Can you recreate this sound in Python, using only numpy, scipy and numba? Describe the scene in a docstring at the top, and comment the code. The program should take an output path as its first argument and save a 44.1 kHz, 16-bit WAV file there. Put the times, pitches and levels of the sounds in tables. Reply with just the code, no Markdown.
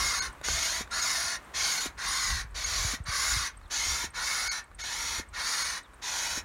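"""Pumping up a rubber boat

A double-action hand pump works on a grassy track: six pulls and six pushes. Air hisses through
the valves and rings their flaps and the hollow shaft; the plastic handle ticks, and the piston
knocks at the bottom of each push. The ground reflects the hiss to a microphone that backs away
in a light breeze. An insect ticks in the grass and a far bird calls over a faint country wash."""
import sys
import numpy as np
from scipy import signal
from scipy.fft import rfft, irfft, next_fast_len
from scipy.io import wavfile
from scipy.ndimage import uniform_filter1d, map_coordinates
from numba import njit

SR = 44100
rng = np.random.default_rng(int(sys.argv[2]) if len(sys.argv) > 2 else 0)


def master(y):
    """Save y as 16-bit WAV."""
    cut = np.clip(np.atleast_2d(y).T, -1, 1)
    pcm = np.round(cut * 32767)  # scale
    wavfile.write(sys.argv[1], SR, pcm.astype(np.int16))


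N = 284004
TIME = np.arange(N) / SR


def undb(db):
    """Decibels to gain."""
    return np.exp(np.asarray(db) * (np.log(10) / 20))


def curve(rows):
    """An automation line through (seconds, value) points."""
    return np.interp(TIME, *np.transpose(rows))


def swell(centre_s, length_s, order=2):
    """A bump of height 1; a higher order gives a flatter top."""
    return np.exp(-np.abs(2 * (TIME - centre_s) / length_s) ** order)


def walk(rate):
    """Random levels, rate of them a second, joined by ramps; spread near 1."""
    step = max(int(SR / rate), 2)
    levels = 1.2 * rng.standard_normal(N // step + 2)
    return np.interp(np.arange(N) / step, np.arange(len(levels)), levels)


def unit(x):
    """Scale to rms 1."""
    return x / np.sqrt(np.mean(x ** 2))


def add(out, start_s, sound):
    """Mix a sound in at a time."""
    i = max(int(start_s * SR), 0)
    out[i:i + len(sound)] += sound[:N - i]


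def soften(x, hz):
    """Low-pass of 12 dB an octave with no delay."""
    b, a = signal.butter(1, min(hz, SR / 3), fs=SR)
    return signal.filtfilt(b, a, x)


def delayed(x, lag_s):
    """The sound arriving late by a moving lag."""
    return map_coordinates(x, [np.arange(N) - lag_s * SR], order=3)


def noise(colour, modes=()):
    """Noise of rms 1 with a broad colour and a peak or notch at each mode."""
    f = np.linspace(1, SR / 2, 6000)
    hz, db = np.transpose(colour)
    shape_db = np.interp(np.log(f), np.log(hz), db)
    for centre, width, lift_db in modes:
        shape_db += lift_db / (1 + (2 * (f - centre) / width) ** 2)
    roll_off = np.minimum(f / hz[0], 1) ** 2 * np.minimum(hz[-1] / f, 1) ** 2
    size = next_fast_len(N, True)
    gain = np.interp(np.arange(size // 2 + 1) * SR / size, f, undb(shape_db) * roll_off)
    return unit(irfft(rfft(rng.standard_normal(size)) * gain, size)[:N])


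@njit
def resonate(x, hz, width_hz):
    """State-variable band-pass with a moving centre, gain 1 at the centre."""
    out, band_state, low_state = np.empty(len(x)), 0., 0.
    for i in range(len(x)):
        g, damping = np.tan(np.pi * hz[i] / SR), width_hz / hz[i]
        band = (band_state + g * (x[i] - low_state)) / (1 + g * (g + damping))
        band_state, low_state = 2 * band - band_state, low_state + 2 * g * band
        out[i] = damping * band
    return out


def piston(strokes, arch_db, peel_s=0.024, brake_db_per_s=580, hoot_fade_db=6):
    """Flow, travel (0-1) and hoot controls: the flap peels open, the arms speed up, tire and brake."""
    flow_db, travel = np.full(N, -120.), np.zeros(N)
    hoot_hz, hoot_db = np.full(N, 1000.), np.zeros(N)
    for start, length, db, attack_s, fastest, hz, ring_db in strokes:
        age = np.arange(1, int((length + .09) * SR)) / SR
        opening = np.sin(np.pi / 2 * np.minimum(age / peel_s, 1)) ** 2
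        level_db = db + 20 * np.log10(opening * (1 - np.exp(-age / attack_s)))
        level_db -= arch_db * (2 * (age / length - fastest)) ** 2
        level_db -= brake_db_per_s * np.maximum(age - length, 0)
        speed = undb(level_db / 2)  # jet noise grows steeply with the piston's speed
        moved = np.cumsum(speed) / np.sum(speed)
        i = int(start * SR) + np.arange(len(age))
        heard = (i >= 0) & (i < N)
        i = i[heard]
        flow_db[i], travel[i] = level_db[heard], moved[heard]
        hoot_hz[i], hoot_db[i] = hz, ring_db - hoot_fade_db * (moved[heard] - .5)
    return flow_db, travel, hoot_hz, hoot_db


# Air modes of the hollow shaft. Each row: centre in Hz, width in Hz, boost or cut in dB.
SHAFT_MODES = [(664, 98, 2.5), (1060, 97, 2.5), (1432, 74, 6.5), (1732, 180, 4), (2190, 110, 8),
               (2573, 51, 7), (2914, 63, 8.5), (3270, 110, 7.5), (3690, 150, 10.5), (4030, 146, 7.5),
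               (4300, 106, 7.5), (4600, 45, 9.5), (5260, 100, 1.5), (5403, 28, 7.5), (5712, 52, 8.5),
               (6040, 90, 5.5), (6300, 37, 2.5), (6650, 67, -2.5), (6730, 44, 10.5), (7160, 130, 7.5),
               (8880, 180, 6.5), (8900, 110, -3.5), (9580, 140, 7), (10600, 130, -8)]


def shaft_air(colour, drift=.008):
    """Noise in the shaft: its modes wander together as the pump tilts and the piston moves."""
    air = noise(colour, SHAFT_MODES)
    lag = np.cumsum(drift * walk(7))
    return map_coordinates(air, [np.arange(N) - lag], order=3, mode="mirror")


def hoot(air, hz, db, width_hz=85.):
    """One narrow low resonance that the rushing air keeps ringing."""
    return undb(db) * resonate(air, hz, width_hz)


def valve(strokes, rush_colour, hiss_colour, flap, arch_db, shut_db, open_db, bright_db, pressure_db,
          rush_db, late_rush_db, hiss_db, bloom_db=0):
    """Turbulent air at one valve, a hollow rush and a hiss, ringing the shaft and the flap's gap."""
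    flow_db, travel, hoot_hz, hoot_db = piston(strokes, arch_db)
    lift = np.clip((flow_db - shut_db) / (open_db - shut_db), 0, 1)
    hiss = shaft_air(hiss_colour)
    coarse = soften(hiss, 6800)
    # the finest hiss comes with fast flow and with the pressure that builds through the stroke
    fine_db = bright_db * (lift - .5) + pressure_db * (np.sqrt(travel) - 1)
    hiss = coarse + (hiss - coarse) * undb(fine_db)
    # slow air sounds hollow: the rush comes forward below full flow, -33 dB
    hollow_db = 0.4 * (-33 - flow_db) + late_rush_db * (travel - .5)
    hollow_db += bloom_db * np.sin(np.pi * np.minimum(travel / 0.19, 1))
    rush = undb(rush_db + hollow_db) * shaft_air(rush_colour)
    air = undb(flow_db) * (rush + undb(hiss_db) * hiss)
    out = air.copy()
    for shut_hz, open_hz, width, db in flap:
        # the rubber never sits still: each resonance wavers in pitch and strength
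        centre = (shut_hz + (open_hz - shut_hz) * lift) * (1 + .015 * walk(14))
        strength = undb(db + 3 * walk(16))
        out += strength * resonate(air, centre, float(width))
    return out + hoot(out, hoot_hz, hoot_db)


# Upstrokes. Each row: start in seconds, seconds until the piston brakes, flow level in dB, attack in
# seconds, fastest point as a share of the length, hoot pitch in Hz, mid-stroke hoot gain in dB.
PULL_STROKES = [(-.15, 0.42, -29.5, 0.027, 0.37, 1100, 5), (.898, 0.46, -30, 0.031, 0.44, 654, 3.5),
                (1.965, 0.45, -30.5, 0.056, 0.44, 1090, -3), (3.047, 0.43, -29.5, 0.041, 0.48, 1134, -3),
                (4.128, .464, -31, 0.047, 0.42, 844, -1), (5.321, 0.46, -31, 0.063, 0.44, 877, 1)]
# Tone of the pull's low rush and of its hiss. Each row: frequency in Hz, relative level in dB.
PULL_RUSH = [(150, -9.5), (420, -13), (660, -9), (800, -6.5), (1050, 0.5), (1450, 3), (2150, -0.5),
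             (2450, -5), (3300, -15)]
PULL_HISS = [(1800, -66), (2500, -14.5), (3300, -7), (3900, -3), (4500, 0), (5200, 2.5), (6100, 0),
             (6900, -1.5), (7450, -10), (8400, -7.5), (9700, -5), (10400, -8.5), (13000, -15.5),
             (15800, -19.5)]
# Flap resonances, rising as it lifts. Each row: Hz nearly shut, Hz wide open, width in Hz, gain in dB.
PULL_FLAP = [(970, 1400, 68, -24), (1860, 2210, 73, 2), (4060, 5820, 450, -5.5), (6110, 7220, 280, 2.5),
             (9370, 10440, 290, 0.5)]


def pulls():
    """The handle comes up: a hollow rush blooms early in each stroke, under the valve's hiss."""
    return valve(PULL_STROKES, PULL_RUSH, PULL_HISS, PULL_FLAP,
                 arch_db=5.5, shut_db=-36.5, open_db=-26.5, bright_db=7, pressure_db=4,
                 rush_db=-5, late_rush_db=1, hiss_db=-2.5, bloom_db=2.5)


def body_reflection(air):
    """Knees and arms move beside the pump: their near reflection keeps shifting the colour."""
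    return .24 * delayed(air, lag_s=.0013 + .00035 * walk(5))


# The ground bounce closes in as the microphone backs away. Each row: time in seconds, lag in ms.
GROUND_LAG = [(0, 4.4), (.5, 3.3), (.9, 2.93), (1.45, 2.75), (1.85, 2.48), (2.3, 2.55), (3, 2.6),
              (4.1, 2.22), (5.2, 2.3), (5.8, 2.01), (6.44, 2.03)]


def ground_reflection(air):
    """Soft turf swallows most of the lows; a little treble glances off it."""
    bounce = 0.36 * air - 0.29 * soften(air, 1600)
    return delayed(bounce, curve(GROUND_LAG) / 1000)


def scattered_tail(x, t60=0.67, dull_hz=1800, level_db=-27):
    """The bank and the car scatter a dull tail back."""
    t = np.arange(SR // 2) / SR
    tail = soften(rng.standard_normal(len(t)), dull_hz) * np.exp(-np.log(1000) * t / t60)
    return undb(level_db) * signal.oaconvolve(x, tail / np.linalg.norm(tail))[:N]


# Tone of the wind rumble. Each row: frequency in Hz, relative level in dB.
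BREEZE_COLOUR = [(22, -31), (33, -6.5), (50, 0), (75, -4.5), (105, -17.5), (150, -24), (250, -33),
                 (500, -74)]
# The steady bed of breeze. Each row: time in seconds, level before trim in dB.
BREEZE_LEVEL = [(0, -51), (1.9, -53.5), (3.2, -47.5), (4.4, -54), (6.44, -55.5)]
# Gusts on top of it; the last row is the low thump the piston's knock sends through the ground at 5.2 s. Each
# row: crest in seconds, length in seconds, level before trim in dB.
GUSTS = [(.05, 0.15, -41), (0.29, 0.098, -43), (.54, 0.12, -34), (1.253, .04, -45), (2.343, 0.16, -33),
         (2.56, 0.15, -42.5), (2.813, 0.16, -36), (3.36, 0.15, -35.5), (3.64, .1, -47), (3.91, .1, -38.5),
         (5.198, 0.035, -35)]


def breeze(eddy_db=3, trim_db=-1):
    """Eddying air rumbles on the microphone while gusts swell and fade."""
    steady = undb(curve(BREEZE_LEVEL) + eddy_db * walk(9))
    gusts = sum(undb(db) * swell(crest, length) for crest, length, db in GUSTS)
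    return noise(BREEZE_COLOUR) * np.hypot(steady, gusts) * undb(trim_db)


# Tone of the open countryside. Each row: frequency in Hz, relative level in dB.
WASH_COLOUR = [(59, -33), (100, -10.5), (196, -10), (668, -13), (998, -8.5), (1130, -8.5), (1490, -11),
               (2810, -22.5), (4860, -31.5), (7100, -30), (8410, -30.5), (10400, -34.5), (15500, -40)]
# Its slow rise and fall. Each row: time in seconds, boost in dB.
WASH_SWELL = [(0, 10), (1.45, 7), (2.5, 6), (3.6, 2.5), (4.7, 2), (6.44, 4.5)]


def countryside(base_db=-60.5, sway_db=1):
    """A faint, gently swaying wash behind everything."""
    return noise(WASH_COLOUR) * undb(base_db + curve(WASH_SWELL) + sway_db * walk(4.8))


# Moments when the hiss thins. Each row: centre in seconds, length in seconds, depth in dB.
THINNINGS = [(0.14, 0.0092, 0), (0.207, 0.021, 24), (1.013, 0.019, 4.5), (1.796, 0.018, 4.5),
             (2.2, 0.02, 1.5), (2.654, 0.011, 13), (3.11, 0.01, 4), (4.21, 0.0094, 2), (4.498, .026, 38),
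             (4.828, 0.016, 8), (5.219, 0.0074, 0), (5.639, 0.016, 5)]
# The tones that ring through. Each row: pitch in Hz, width in Hz, relative gain in dB.
THIN_TONES = [(1511, 50, 17.5), (2190, 62, 18), (4330, 110, 17), (4830, 60, 11), (6540, 44, 27),
              (9800, 40, 2)]


def thin_to_tones(air):
    """For a moment the broad hiss drops away and a few narrow tones ring on."""
    dip_db = sum(db * swell(s, length, order=4) for s, length, db in THINNINGS)
    ringing = sum((1 - undb(-db)) * swell(s, 2 * length) for s, length, db in THINNINGS)
    tones = np.zeros(N)
    for hz, width, db in THIN_TONES:
        centre = np.full(N, float(hz))
        band = resonate(air, centre, 2. * width)
        tones += undb(db) * resonate(band, centre, 2. * width)
    return undb(-dip_db) * air + .5 * ringing * tones


# The insect's unbroken pulse. Each row: time in seconds, ticks a second.
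INSECT_RATE = [(.32, 8.1), (1.1, 9.4), (3.6, 9.41), (6.44, 9.1)]
# It is loudest as the microphone passes it. Each row: time in seconds, level in dB.
INSECT_LEVEL = [(0, -45), (1.6, -54.5), (4.1, -55.5), (5.05, -44.5), (6, -53.5)]


def insect(hz=8470, length_s=0.013, glide=0.13, detune=0.005, spread_db=4.5, tail_db=-10, tail_s=0.0085):
    """Each wing stroke is a rising tick, a little unlike the last; the grass scatters a short tail."""
    out, t = np.zeros(N), np.arange(SR // 10) / SR
    progress = np.minimum(t / length_s, 1)
    beats = np.cumsum(curve(INSECT_RATE)) / SR
    beats -= beats[int(.324 * SR)]  # one tick lands at 0.324 s
    starts = TIME[1:][np.diff(np.floor(beats)) > 0]
    for start, (louder, higher) in zip(starts, rng.standard_normal((len(starts), 2))):
        # the teeth of the wing pass unevenly
        uneven = .18 * uniform_filter1d(rng.standard_normal(len(t)), size=24)
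        pitch = hz * (1 + detune * higher + glide * (progress - .5) + uneven)
        tick = np.sin(np.pi * progress) ** 2 * np.sin(2 * np.pi * np.cumsum(pitch) / SR)
        scatter = rng.standard_normal(len(t)) * np.exp(-t / tail_s)
        scatter *= undb(tail_db) / np.linalg.norm(scatter)
        db = np.interp(start, *np.transpose(INSECT_LEVEL)) + spread_db * louder
        add(out, start, undb(db) * (tick + signal.fftconvolve(tick, scatter)[:len(t)]))
    return out


# Ticks of the plastic handle. Each row: start in seconds, peak level in dB.
HANDLE_TICKS = [(.414, -29.5), (.4855, -18), (.876, -38), (3.615, -41), (4.715, -42.5), (5.935, -44)]
# The handle's ring. Each row: pitch in Hz, relative level in dB, seconds to fall by 60 dB.
HANDLE_MODES = [(700, -35, 0.0085), (1230, -10, 0.015), (1470, -15, 0.017), (2100, -15, 0.0069),
                (3700, -17, .008), (6900, -24, 0.0074), (9500, -24, 0.0072)]


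def handle_ticks(scuff=0.11, contact_s=0.0028):
    """A sharp tap with a scuff after it rings the plastic."""
    out, t = np.zeros(N), np.arange(SR // 5) / SR
    ring = sum(undb(db) * np.sin(2 * np.pi * hz * t) * np.exp(-np.log(1000) * t / t60)
               for hz, db, t60 in HANDLE_MODES)
    for start, db in HANDLE_TICKS:
        force = scuff * rng.standard_normal(len(t)) * np.exp(-t / contact_s)
        force[0] += 1
        tick = signal.fftconvolve(force, ring)[:len(t)]
        add(out, start, undb(db) * tick / np.max(np.abs(tick)))
    return out


# Downstrokes. Each row: start in seconds, seconds until the piston brakes, flow level in dB, attack in
# seconds, fastest point as a share of the length, hoot pitch in Hz, mid-stroke hoot gain in dB.
PUSH_STROKES = [(.425, 0.39, -31, .016, 0.32, 676, -2.5), (1.529, 0.34, -30, 0.023, 0.33, 1070, -0.5),
                (2.538, .41, -33.5, 0.0046, 0.55, 1090, -2), (3.694, 0.36, -32, 0.012, 0.4, 910, -12),
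                (4.778, 0.42, -35.5, 0.0071, 0.58, 896, -7), (6.01, 0.38, -33.5, 0.021, 0.45, 840, 1.5)]
# Tone of the push's low rush and of its hiss. Each row: frequency in Hz, relative level in dB.
PUSH_RUSH = [(150, -9), (400, -7), (660, -4), (830, -3.5), (1050, 0), (1450, 2), (2150, -1), (2450, 0),
             (3300, -24)]
PUSH_HISS = [(1800, -7.5), (2500, -8), (3300, -3), (3900, -6.5), (4500, -4.5), (5200, -1), (6100, -0.5),
             (6900, 1.5), (7600, -7), (8300, -8.5), (9700, -3), (10400, -5), (13000, -12), (15800, -17)]
# Flap resonances, sliding as it lifts. Each row: Hz nearly shut, Hz wide open, width in Hz, gain in dB.
PUSH_FLAP = [(950, 923, 71, -4), (1880, 2440, 110, 2.5), (4030, 5380, 900, 1), (5540, 6700, 870, -4),
             (6450, 6200, 175, 4)]


def pushes():
    """The handle goes down: the valve's hiss brightens as the pressure builds."""
    return valve(PUSH_STROKES, PUSH_RUSH, PUSH_HISS, PUSH_FLAP,
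                 arch_db=4, shut_db=-38.5, open_db=-21.5, bright_db=4.5, pressure_db=13,
                 rush_db=-7.5, late_rush_db=4, hiss_db=-1.5)


def thuds(events, from_hz, to_hz, sink_s, swell_s, rough):
    """Soft blows: each is a few uneven cycles that sink in pitch and die at once."""
    out, t = np.zeros(N), np.arange(SR // 10) / SR
    hz = to_hz + (from_hz - to_hz) * np.exp(-t / sink_s)
    phase = 2 * np.pi * np.cumsum(hz) / SR
    envelope = t / swell_s * np.exp(1 - t / swell_s)
    for start, db in events:
        judder = unit(soften(rng.standard_normal(len(t)), from_hz / 2))
        add(out, start, undb(db) * envelope * np.sin(phase + rough * judder))
    return out


# Single buffets of the breeze. Each row: start in seconds, level in dB.
BUFFETS = [(0.538, -42), (2.3, -36), (2.446, -38), (2.847, -26.5), (3.002, -31), (3.083, -31), (3.365, -31)]


def wind_buffets():
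    """Puffs of air hit the microphone with a deep, smooth bump."""
    return thuds(BUFFETS, from_hz=166, to_hz=41.5, sink_s=0.0097, swell_s=0.0083, rough=0.093)


# The knock that ends each push. Each row: start in seconds, level in dB.
PISTON_KNOCKS = [(.806, -33.5), (1.857, -32.5), (2.935, -35), (4.04, -36), (5.194, -35), (6.374, -35.5)]


def piston_knocks():
    """The piston meets the bottom with a short, rough thud."""
    return thuds(PISTON_KNOCKS, from_hz=460, to_hz=150, sink_s=0.0053, swell_s=0.0036, rough=1.0)


# Bird notes. Each row: start and length in seconds, opening, middle and closing pitch in Hz, level in dB.
BIRD_NOTES = [(3.53, 0.035, 3400, 3460, 2850, -63), (3.619, 0.042, 4570, 4300, 3380, -63),
              (3.648, 0.027, 3870, 4030, 3000, -60), (5.813, 0.071, 3430, 3900, 2780, -58)]


def far_bird(waver=0.041):
    """Thin notes that arch and fall with an unsteady pitch."""
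    out, wobble = np.zeros(N), 1 + waver * walk(580)
    for start, length, from_hz, middle_hz, to_hz, db in BIRD_NOTES:
        n = int(length * SR)
        hz = np.interp(np.linspace(0, 1, n), [0, 1 / 3, 1], [from_hz, middle_hz, to_hz])
        hz *= wobble[int(start * SR):][:n]
        add(out, start, undb(db) * np.hanning(n) * np.sin(2 * np.pi * np.cumsum(hz) / SR))
    return out


def scene(flutter_db=0.5):
    """The pump and its reflections among the outdoor sounds; one microphone feeds both channels."""
    air = (pulls() + pushes()) * undb(flutter_db * walk(120))
    air = thin_to_tones(air)
    air += body_reflection(air)
    air += ground_reflection(air)
    pump = air + piston_knocks() + handle_ticks()
    pump += scattered_tail(pump)
    mix = pump + insect() + far_bird() + breeze() + countryside() + wind_buffets()
    return np.tile(mix, (2, 1))


def record(dry, top_hz=15850):
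    """A steep low-pass cuts the very top."""
    return signal.sosfilt(signal.ellip(10, .2, 70, top_hz, fs=SR, output="sos"), dry)


dry = scene()
out = record(dry)
master(out)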